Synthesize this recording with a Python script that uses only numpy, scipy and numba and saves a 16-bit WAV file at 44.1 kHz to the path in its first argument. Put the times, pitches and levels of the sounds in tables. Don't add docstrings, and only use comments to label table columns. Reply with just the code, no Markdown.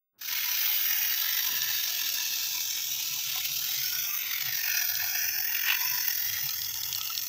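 import sys
import numpy as np
from scipy import signal
from scipy.fft import rfft, irfft, next_fast_len
from scipy.io import wavfile
from scipy.ndimage import uniform_filter1d, map_coordinates
from numba import njit

SR = 44100
rng = np.random.default_rng(int(sys.argv[2]) if len(sys.argv) > 2 else 0)


def generate_wav(sig):
    pcm = np.round(np.clip(np.atleast_2d(sig).T, -1, 1) * 32767).astype(np.int16)
    wavfile.write(sys.argv[1], SR, pcm)


N = 321048
TIME = np.arange(N) / SR

# time in seconds, delay in ms, strength 0-1.
WINDOW_ECHO = [(.3, .95, .1), (.9, 1.06, .22), (1.7, 1.06, .42), (2, 1.09, .24), (2.6, 1.13, .1),
               (3.5, 1.02, .12), (3.9, .92, .3), (4.1, .83, .38), (4.28, .81, .3), (4.5, .99, .24),
               (4.75, 1.21, .48), (5.15, 1.2, .48), (5.4, 1.12, .42), (6, 1.13, .25), (6.5, .96, .28),
               (7.28, .9, .25)]
# start in seconds, relative peak in dB, pitch in Hz.
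SPITS = [(1.619, -17, 5300), (4.953, -18.5, 5506), (3.778, -23, 5400), (6.4906, -20.5, 4600),
         (6.507, -24, 4530), (6.618, -20.5, 4630), (6.6452, -25, 5300), (6.741, -20.5, 5620),
         (6.7728, -23.5, 5380), (6.8338, -19, 5450), (6.927, -18, 5100), (6.9485, -17.5, 4400),
         (7.013, -20, 3303), (7.033, -29, 5300), (7.074, -24, 5600), (7.1019, -25.5, 3280),
         (7.151, -24, 4694), (7.177, -17, 4400), (7.215, -22.5, 5700)]
# frequency in Hz, relative level in dB.
FRAME_SPECTRUM = [(300, -42), (700, -22.5), (1050, -17.5), (1250, -11), (1550, -11), (2100, -2), (2750, 2),
                  (3300, -8.5), (4000, -7), (6000, -13), (9000, -31)]


def amp(db):
    return 10 ** (np.asarray(db) / 20)


def unit(x):
    return x / np.sqrt(np.mean(x ** 2) + 1e-20)


def curves(rows):
    times_s, *columns = np.transpose(rows)
    return [np.interp(TIME, times_s, column) for column in columns]


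def wobble(rate_hz):
    knots = rng.standard_normal(int(N * rate_hz / SR) + 4)
    return unit(map_coordinates(knots, [TIME * rate_hz]))


def bump(centre_s, width_s, t=TIME):
    out = np.zeros(len(t))
    inside = slice(*np.searchsorted(t, [centre_s - width_s, centre_s + width_s]))
    out[inside] = np.cos(np.pi / 2 * (t[inside] - centre_s) / width_s) ** 2
    return out


def swells(rows, base=0):
    return np.sqrt(base ** 2 + sum((amp(db) * bump(s, width_s)) ** 2 for s, width_s, db in rows))


def colour(x, spectrum):
    size = 2 * next_fast_len(N // 2 + SR // 4)
    hz, db = np.transpose(spectrum)
    bins_hz = np.fft.rfftfreq(size, 1 / SR)
    gain_db = np.interp(np.log(bins_hz + 1), np.log(hz), db)
    cepstrum = irfft(np.log(amp(gain_db)))
    cepstrum[1:size // 2] *= 2
    cepstrum[size // 2 + 1:] = 0
    return unit(irfft(rfft(x, size) * np.exp(rfft(cepstrum)), size)[:N])


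@njit
def resonance(x, hz, width_hz):
    y = np.zeros(len(x))
    pole = np.exp(-2 * np.pi * width_hz / SR)
    for i in range(2, len(x)):
        feedback = (1 + pole) * np.cos(2 * np.pi * hz[i] / SR)
        y[i] = (1 - pole) / 2 * (x[i] - x[i - 2]) + feedback * y[i - 1] - pole * y[i - 2]
    return y


def wind():
    # centre in seconds, width in seconds, level in dB.
    gusts = [(1.65, 0.23, -67), (3.85, 0.43, -68), (4.5, .12, -64), (5, 0.25, -60), (5.27, 0.21, -62),
             (6.36, 0.27, -52.5), (6.8, 0.4, -55), (7.24, 0.22, -59)]
    hum_swells = [(1.63, 0.11, -59), (2.92, .12, -61), (3.13, .08, -56), (3.31, 0.084, -54),
                  (3.53, .09, -56), (3.66, 0.13, -60), (3.8, 0.09, -55), (4, 0.08, -60), (4.48, 0.11, -51),
                  (5.95, 0.15, -58.5), (6.45, 0.076, -52.5), (6.9, 0.2, -62)]
    rush_swells = [(1.54, 0.13, -56.5), (2, 0.95, -65.5)]
    # frequency in Hz, relative level in dB.
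    rumble_spectrum = [(20, -17), (45, -23), (65, 0), (88, 4), (115, 3), (150, -3.5), (200, -15),
                       (400, -53)]
    hum_spectrum = [(70, -43), (110, -28), (125, -13), (132, 4.5), (139, -8.5), (160, -17), (220, -33),
                    (400, -68)]
    rush_spectrum = [(80, -13), (180, -2), (310, 2), (450, -3), (600, -6), (1500, -5.5), (5000, -71)]
    eddies = amp(2.4 * wobble(9.8))
    rumble = unit(colour(rng.standard_normal(N), rumble_spectrum) * eddies)
    rumble *= swells(gusts, base=amp(-68.5))
    hum = colour(rng.standard_normal(N), hum_spectrum)
    hum /= np.sqrt(np.abs(uniform_filter1d(hum ** 2, SR // 10)) + 1e-9)
    hum *= swells(hum_swells)
    rush = amp(1.1 * wobble(12)) * colour(rng.standard_normal(N), rush_spectrum)
    rush *= swells(rush_swells, base=amp(-66.5))
    return rumble + hum + rush


def valve(dribble_s=0.183, dribble_db=-15, open_s=0.209, build_s=0.0026):
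    opened = 1 - np.exp(-np.maximum(TIME - open_s, 0) / build_s)
    return np.maximum(opened, amp(dribble_db) * (TIME > dribble_s))


def sputter(jitter=.07, uneven=0.38, bore_limit=0.67, flutter_db=2.0):
    # time in seconds, gulp rate in Hz, chop depth in dB.
    gulps = [(.2, 38, 3), (.6, 38.4, 0), (1.2, 43, 1.5), (1.38, 48, 3), (1.6, 42, 1), (1.85, 43, 2.5),
             (2.2, 37, 2), (2.8, 42, -1), (3.4, 36, 2.5), (4.1, 47, 1.5), (4.65, 48, 4), (4.9, 40, 2.5),
             (5.25, 42, 1), (5.55, 43, 3.5), (5.83, 48, 2.5), (6.1, 40, 4), (6.35, 44, 1), (6.55, 39, 3),
             (7.05, 42.3, 2.5)]
    rate_hz, depth_db = curves(gulps)
    cycles = np.cumsum(rate_hz * (1 + jitter * wobble(60))) / SR
    arch = np.sin(np.pi * (cycles % 1))
    shape = unit(arch - arch.mean()) + uneven * wobble(110)
    return depth_db * np.minimum(shape, bore_limit) + flutter_db * wobble(330)


def hard_spurts(flow_db, gulp_db=-6, gulp_s=.026):
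    # centre in seconds, width in seconds, flow in dB.
    spurts = [(.217, .01, 5), (.287, .012, 6), (1.373, .013, 6), (1.392, .01, 5), (1.408, .01, 5),
              (1.428, .011, 5), (1.447, .012, 6), (1.469, .016, 6), (1.488, .01, 5), (1.838, .011, 6),
              (3.454, .018, 6), (4.314, .012, 5), (4.335, .01, 5), (4.41, .009, 5), (4.424, .008, 5),
              (4.462, .013, 5), (4.722, .012, 3), (4.748, .018, 4), (4.775, .015, 4.5), (5.154, .011, 6),
              (5.75, .013, 5), (5.771, .01, 5), (5.813, .014, 5), (6.107, .014, 6), (6.154, .012, 4)]
    gulp = np.minimum(sum(bump(s, gulp_s) for s, _, _ in spurts), 1)
    spurt_db = sum((db - gulp_db) * bump(s, width_s) for s, width_s, db in spurts)
    return (1 - gulp) * flow_db + gulp * gulp_db + spurt_db


def chopped(flow_db, follow):
    gain = amp(follow * flow_db)
    return gain / np.sqrt(uniform_filter1d(gain ** 2, SR // 8))


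def nozzle_hiss(flow_db):
    # frequency in Hz, relative level in dB.
    spectrum = [(7000, -69), (9400, -48), (10800, -20), (11400, -40), (12200, -9.5), (13200, -0.5),
                (14600, 4), (15500, 0)]
    noise = rng.standard_normal(N) * chopped(flow_db, follow=.9)
    return colour(noise, spectrum) * amp(0.46 * wobble(9))


def droplets(rate_hz, spread_db):
    hit = rng.random(N) < rate_hz / SR
    size = amp(spread_db * np.clip(rng.standard_normal(N), -2.5, 2.5))
    return unit(hit * size * rng.choice([-1, 1], N))


def misted(drops, mist_db):
    return drops + amp(mist_db) * rng.standard_normal(N)


def aimed(x, spectra):
    # time in seconds, place (0 front window, 1 rear window, 2 its back corner).
    aim = [(3.7, 0.0053), (4.15, 0.81), (6.1, 1.02), (6.5, 1.2)]
    place = np.clip(curves(aim)[0], 0, 2)
    shares = [np.clip(1 - np.abs(place - i), 0, 1) for i in range(len(spectra))]
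    return sum(np.sqrt(share) * colour(x, spectrum) for share, spectrum in zip(shares, spectra))


def foam_fizz(drops, flow_db):
    # frequency in Hz, relative level in dB.
    front = [(1200, -54), (2150, -16.5), (2600, -3), (3100, -2.5), (3550, -2), (4300, -2.5), (5200, -1.5),
             (5900, 1.6), (6500, -4), (7200, -12.5), (8300, -16.5), (9300, -25), (10200, -18.5),
             (12500, -12.5)]
    rear = [(1200, -34), (2800, -12), (3300, -27.5), (3800, -4.5), (4400, -2.5), (5200, 1.5), (5900, 5.5),
            (6500, -1.5), (7200, -13), (8300, -18), (9300, -22.5), (10200, -25), (12500, -4.5)]
    corner = [(1200, -36), (3000, -13), (3370, 4), (3700, -14), (4450, -5), (4750, -5), (5450, -5),
              (6200, 0.5), (7200, -6), (8300, -16), (9350, -21), (10600, -7), (12500, -7)]
    return aimed(misted(drops, mist_db=1.5) * chopped(flow_db, follow=0.68), [front, rear, corner])


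def glass_patter(impacts):
    # frequency in Hz, relative level in dB.
    front = [(700, -44.5), (1170, -19), (1330, -1), (1460, -7), (1630, -1), (1850, -1), (2200, 7),
             (2550, 2), (3400, 1.5), (4500, -10), (8000, -56.5)]
    rear = [(700, -36.5), (1230, -18), (1480, -0.5), (1750, -1), (2120, 1), (2450, 3.5), (2750, 2.5),
            (3050, -8.5), (3300, 0.5), (3700, -4), (8000, -65)]
    corner = [(700, -28), (1100, -51), (1280, -0.5), (1640, -21), (2030, 0), (2420, -13), (2780, 4),
              (3080, -5), (3370, 8), (3650, -19.5), (8000, -37)]
    return aimed(impacts, [front, rear, corner]) * amp(1.48 * wobble(10))


def pane_ring(impacts, high_hz, width_hz=430.0, wander=.035, flicker_db=2.0):
    note_hz = high_hz * (1 + wander * wobble(22))
    struck = impacts * amp(flicker_db * wobble(25))
    return unit(resonance(resonance(struck, note_hz, width_hz), note_hz, width_hz))


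def pane_drum(heavy, low_hz, patter_db, mean_db=-60, follow=0.37):
    # frequency in Hz, relative level in dB.
    spectrum = [(300, -60.5), (580, -14.5), (720, 6), (850, 4), (1000, 0), (1170, 0.5), (1350, -37),
                (1700, -16), (3000, -39)]
    level_db = mean_db + follow * (patter_db - patter_db.mean())
    return colour(resonance(heavy, low_hz, width_hz=250.0), spectrum) * amp(level_db)


def pane_knocks(heavy, width_hz=86.0):
    # centre in seconds, width in seconds, level in dB, pitch in Hz.
    knocks = [(0.324, 0.035, -47, 970), (.5, 0.092, -49.5, 973), (1.547, 0.29, -57.5, 988),
              (1.84, 0.078, -55, 976), (1.93, 0.15, -53, 708), (2.007, 0.052, -54.5, 957),
              (2.13, .06, -52, 710), (2.188, 0.066, -55, 976), (2.577, 0.05, -53, 992),
              (3.115, .08, -52, 990), (3.372, 0.04, -53, 990), (3.375, 0.048, -46.5, 773),
              (3.433, 0.063, -51, 750), (3.93, 0.16, -45.5, 1466), (4.13, 0.066, -55.5, 1184),
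              (4.475, 0.11, -51.5, 785), (4.88, 0.24, -50.5, 749), (5.146, 0.062, -51, 785),
              (5.873, 0.28, -51.5, 983), (6.53, .06, -50.5, 1293), (7.023, .06, -46.5, 1275),
              (7.106, .025, -49, 1330)]
    out = np.zeros(N)
    for s, width_s, db, hz in knocks:
        note_hz = np.full(N, float(hz))
        ring = resonance(resonance(heavy, note_hz, width_hz), note_hz, width_hz)
        out += amp(db) * bump(s, width_s) * unit(ring)
    return out


def spray():
    # time in seconds, then hiss, fizz and patter levels in dB.
    levels = [(.25, -32.5, -36, -46), (.42, -27.5, -34, -37.5), (.82, -24.5, -33.5, -37.5),
              (1.6, -28, -33.5, -37), (2.25, -33.5, -32.5, -46), (3, -34.5, -34, -46.5),
              (3.7, -30.5, -34, -42), (4.02, -30, -35, -46), (4.25, -33, -36, -41.5),
              (4.75, -28, -35.5, -39.5), (5.2, -29, -34.5, -42), (5.62, -27.5, -36.5, -40.5),
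              (5.97, -28, -31.5, -40.5), (6.28, -29, -35, -43), (6.75, -34, -37, -46),
              (7.28, -34.5, -36, -48)]
    # time in seconds, low note in Hz, high note in Hz, high note's level in dB.
    pane_notes = [(.3, 980, 1710, -46), (.65, 870, 1670, -48.5), (.95, 810, 1870, -43),
                  (1.25, 990, 1790, -55), (1.55, 910, 1800, -47), (2.1, 940, 1790, -52),
                  (2.42, 930, 1780, -51), (2.7, 960, 1930, -64), (3.12, 920, 2298, -73),
                  (3.45, 920, 2360, -54), (3.7, 870, 2370, -63), (4.3, 922, 2250, -55),
                  (4.75, 778, 1710, -47.5), (5.1, 767, 1670, -46.5), (5.45, 830, 1810, -51.5),
                  (5.9, 990, 1870, -53), (6.12, 880, 1890, -52), (6.4, 852, 2024, -49),
                  (6.6, 920, 2820, -53), (7.02, 889.5, 2731, -41), (7.2, 885, 2720, -46)]
    hiss_db, fizz_db, patter_db = curves(levels)
    low_hz, high_hz, ring_db = curves(pane_notes)
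    flow_db = hard_spurts(sputter())
    drops = droplets(rate_hz=1500, spread_db=1.5)
    hiss = amp(hiss_db) * nozzle_hiss(flow_db)
    fizz = amp(fizz_db) * foam_fizz(drops, flow_db)
    impacts = misted(drops, mist_db=2.0) * chopped(flow_db, follow=0.86)
    ring = amp(ring_db) * pane_ring(impacts, high_hz)
    patter = amp(patter_db) * glass_patter(impacts)
    heavy = misted(droplets(rate_hz=250, spread_db=4.0), mist_db=3.0)
    heavy *= chopped(flow_db, follow=1.0) * amp(2.8 * wobble(24))
    drum = pane_drum(heavy, low_hz, patter_db)
    return valve() * (hiss + fizz + patter + ring + drum + pane_knocks(heavy)) + frame_splat(impacts)


def reflected(x, treble_share=.95):
    # time in seconds, delay in ms, strength 0-1.
    door_echo = [(.2, 3.22, .25), (.75, 3.3, .28), (1, 3.17, .36), (1.3, 3.03, .32), (2, 2.95, .32),
                 (2.35, 2.98, .28), (2.85, 3.21, .35), (3.3, 2.91, .28), (3.6, 2.86, .26),
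                 (4.05, 2.69, .32), (4.6, 2.75, .14), (5.15, 2.7, .22), (5.55, 2.1, .25), (5.95, 1.99, .35),
                 (6.4, 2.18, .3), (7.28, 2.17, .14)]
    spot_echo = [(0.3, 1.23, 0.05), (0.9, 1.5, 0.1), (1.3, 1.38, 0.27), (1.8, 1.5, 0.01), (2.3, 1.26, 0.17),
                 (2.8, 1.44, 0.07), (3.5, 1.15, 0.15), (3.95, 1.18, 0), (4.25, 1.21, 0.5),
                 (4.45, 1.24, 0.25), (4.65, 1.49, 0.26), (5.0, 1.56, 0.14), (5.55, 1.36, 0), (6.0, 1.4, 0),
                 (6.6, 1.31, 0.18), (7.28, 1.2, 0.13)]
    dull = signal.filtfilt(*signal.butter(1, 7000, fs=SR), x)
    returned = dull + treble_share * (x - dull)
    out, power = x, 1
    for path, sign in ((WINDOW_ECHO, 1), (spot_echo, -1), (door_echo, 1)):
        delay_ms, strength = curves(path)
        out = out + sign * strength * map_coordinates(returned, [(TIME - delay_ms / 1000) * SR])
        power = power + strength ** 2 / 2
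    return out / np.sqrt(power)


def scattered(x, strength=.12, drift_ms=.1, count=6):
    out, window_ms = x, curves(WINDOW_ECHO)[0]
    for extra_ms in np.geomspace(.7, 5, count):
        lag_s = (window_ms + extra_ms + drift_ms * wobble(2)) / 1000
        out = out + strength * map_coordinates(x, [(TIME - lag_s) * SR], order=2)
    return out / np.sqrt(1 + count * strength ** 2)


def shifting_bands(x, patchy_db=1.6):
    # centre in seconds, width in seconds, frequency in Hz, glide in Hz per second,
    # bandwidth in Hz, gain in dB.
    bands = [(.95, 0.21, 4300, -600, 486, -13), (2.1, 0.61, 1460, 0, 220, -3),
             (2.15, 0.65, 2070, 0, 250, -1.5), (1.04, 0.22, 3560, 0, 378, -10),
             (1.32, 0.18, 2770, 0, 231.5, -11), (1.488, 0.62, 2401, 0, 250, -7),
             (2.6, 0.51, 2930, -300, 300, -10), (2.8, .33, 4210, -2, 324, -10),
             (2.84, 0.26, 4750, 0, 277.8, -12), (2.74, 1.2, 7094, 0, 1512, 4.5),
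             (2.9, 1.3, 2010, 0, 270, -10), (3.35, 0.18, 3300, 0, 700, 4.5),
             (3.442, 0.088, 2250, 0, 350, 7.5), (3.444, 0.47, 9600, 997, 1400, 6),
             (3.6, 0.3, 2150, 1199.5, 486, -11), (3.957, 0.18, 2350, 0, 600, -4.5),
             (3.99, 0.34, 4398, 1000, 540, -6.5), (4.18, 0.22, 5000, 2000, 450, -9),
             (4.237, 0.3, 3060, -600, 240, 7), (4.259, 0.33, 5860, 0, 540, -7),
             (3.6, 0.29, 7140, 1500, 500, 7), (4, .15, 3497, -1500, 324, 9.5),
             (4.776, 0.16, 5700, 4, 1188, 5.5), (4.695, 0.12, 2640, 3, 463, 1.5),
             (4.685, 0.15, 3520, -500, 648.1, -9), (5.2, 0.31, 3730, 0, 648, -12.5),
             (5.413, 0.34, 3870, 591, 837, -16), (5.6, 0.094, 3460, -8, 432, -4),
             (5.93, 0.36, 4000, -400, 420, -15), (6.75, 0.35, 4101, 0, 350, -22),
             (6.827, 1.6, 2290, 0, 278, -8), (6.878, 0.92, 3400, 0, 249.8, 2),
             (7.077, 0.65, 3159, 0, 231.6, -10), (7.173, 0.48, 4870, 0, 330, -11)]
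    pillar_notch = (4.1, .26, 4090, 1900, 470, -21)
    hz, t, spectrogram = signal.stft(x, SR, nperseg=512, noverlap=384)
    patches = uniform_filter1d(rng.standard_normal(spectrogram.shape), size=3, axis=0)
    patches = uniform_filter1d(patches, size=24, axis=1)
    gain_db = patchy_db * unit(patches)
    for s, width_s, centre_hz, glide_hz_per_s, width_hz, db in bands + [pillar_notch]:
        offset = (hz[:, None] - centre_hz - glide_hz_per_s * (t - s)) / width_hz
        gain_db += db * bump(s, width_s, t) * .5 ** ((2 * offset) ** 2)
    return signal.istft(spectrogram * amp(gain_db), SR, nperseg=512, noverlap=384)[1][:N]


def choke(lead_s=.006, width_s=.012, dip_db=-3):
    return amp(dip_db * sum(bump(s - lead_s, width_s) for s, _, _ in SPITS))


def spits(gain_db=2.7, pop_t60_s=.005, crack_db=7, crack_t60_s=.008, attack_s=0.00058):
    out, t = np.zeros(N + SR), np.arange(SR // 40) / SR
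    band = signal.butter(4, [2800, 7200], "bandpass", fs=SR, output="sos")
    for s, db, hz in SPITS:
        pop = np.sin(2 * np.pi * hz * t) * amp(-60 * t / pop_t60_s)
        crack = amp(crack_db - 60 * t / crack_t60_s) * rng.standard_normal(len(t))
        spit = signal.sosfilt(band, (pop + crack) * (1 - np.exp(-t / attack_s)))
        out[round(s * SR):][:len(t)] += amp(db + gain_db) * spit / np.abs(spit).max()
    return out[:N]


def frame_splat(impacts):
    # time in seconds, level in dB.
    levels = [(5.55, -87), (5.64, -36.5), (5.68, -27.5), (5.725, -27.5), (5.745, -29), (5.82, -76)]
    return amp(curves(levels)[0]) * colour(impacts, FRAME_SPECTRUM)


def frame_slaps():
    # start in seconds, peak in dB.
    slaps = [(5.6903, -19), (5.705, -22), (5.716, -22), (5.7215, -15.5), (5.729, -21)]
    blows = np.zeros(N)
    for s, db in slaps:
        blows[round(s * SR)] = amp(db)
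    knocks = colour(blows, FRAME_SPECTRUM)
    return knocks * blows.max() / np.abs(knocks).max()


def scene():
    jet = reflected(shifting_bands(spray()) * choke())
    pops = reflected(spits())
    return (scattered(jet) + pops + frame_slaps() + wind())[None]


def record(dry):
    silent_s, fade_s, top_hz = .12, 0.2, 15600
    faded = dry * np.clip((TIME - silent_s) / fade_s, 0, 1)
    size = next_fast_len(N + SR // 2)
    passband = np.fft.rfftfreq(size, 1 / SR) < top_hz
    return irfft(rfft(faded, size) * passband, size)[..., :N]


dry = scene()
out = record(dry)
generate_wav(out)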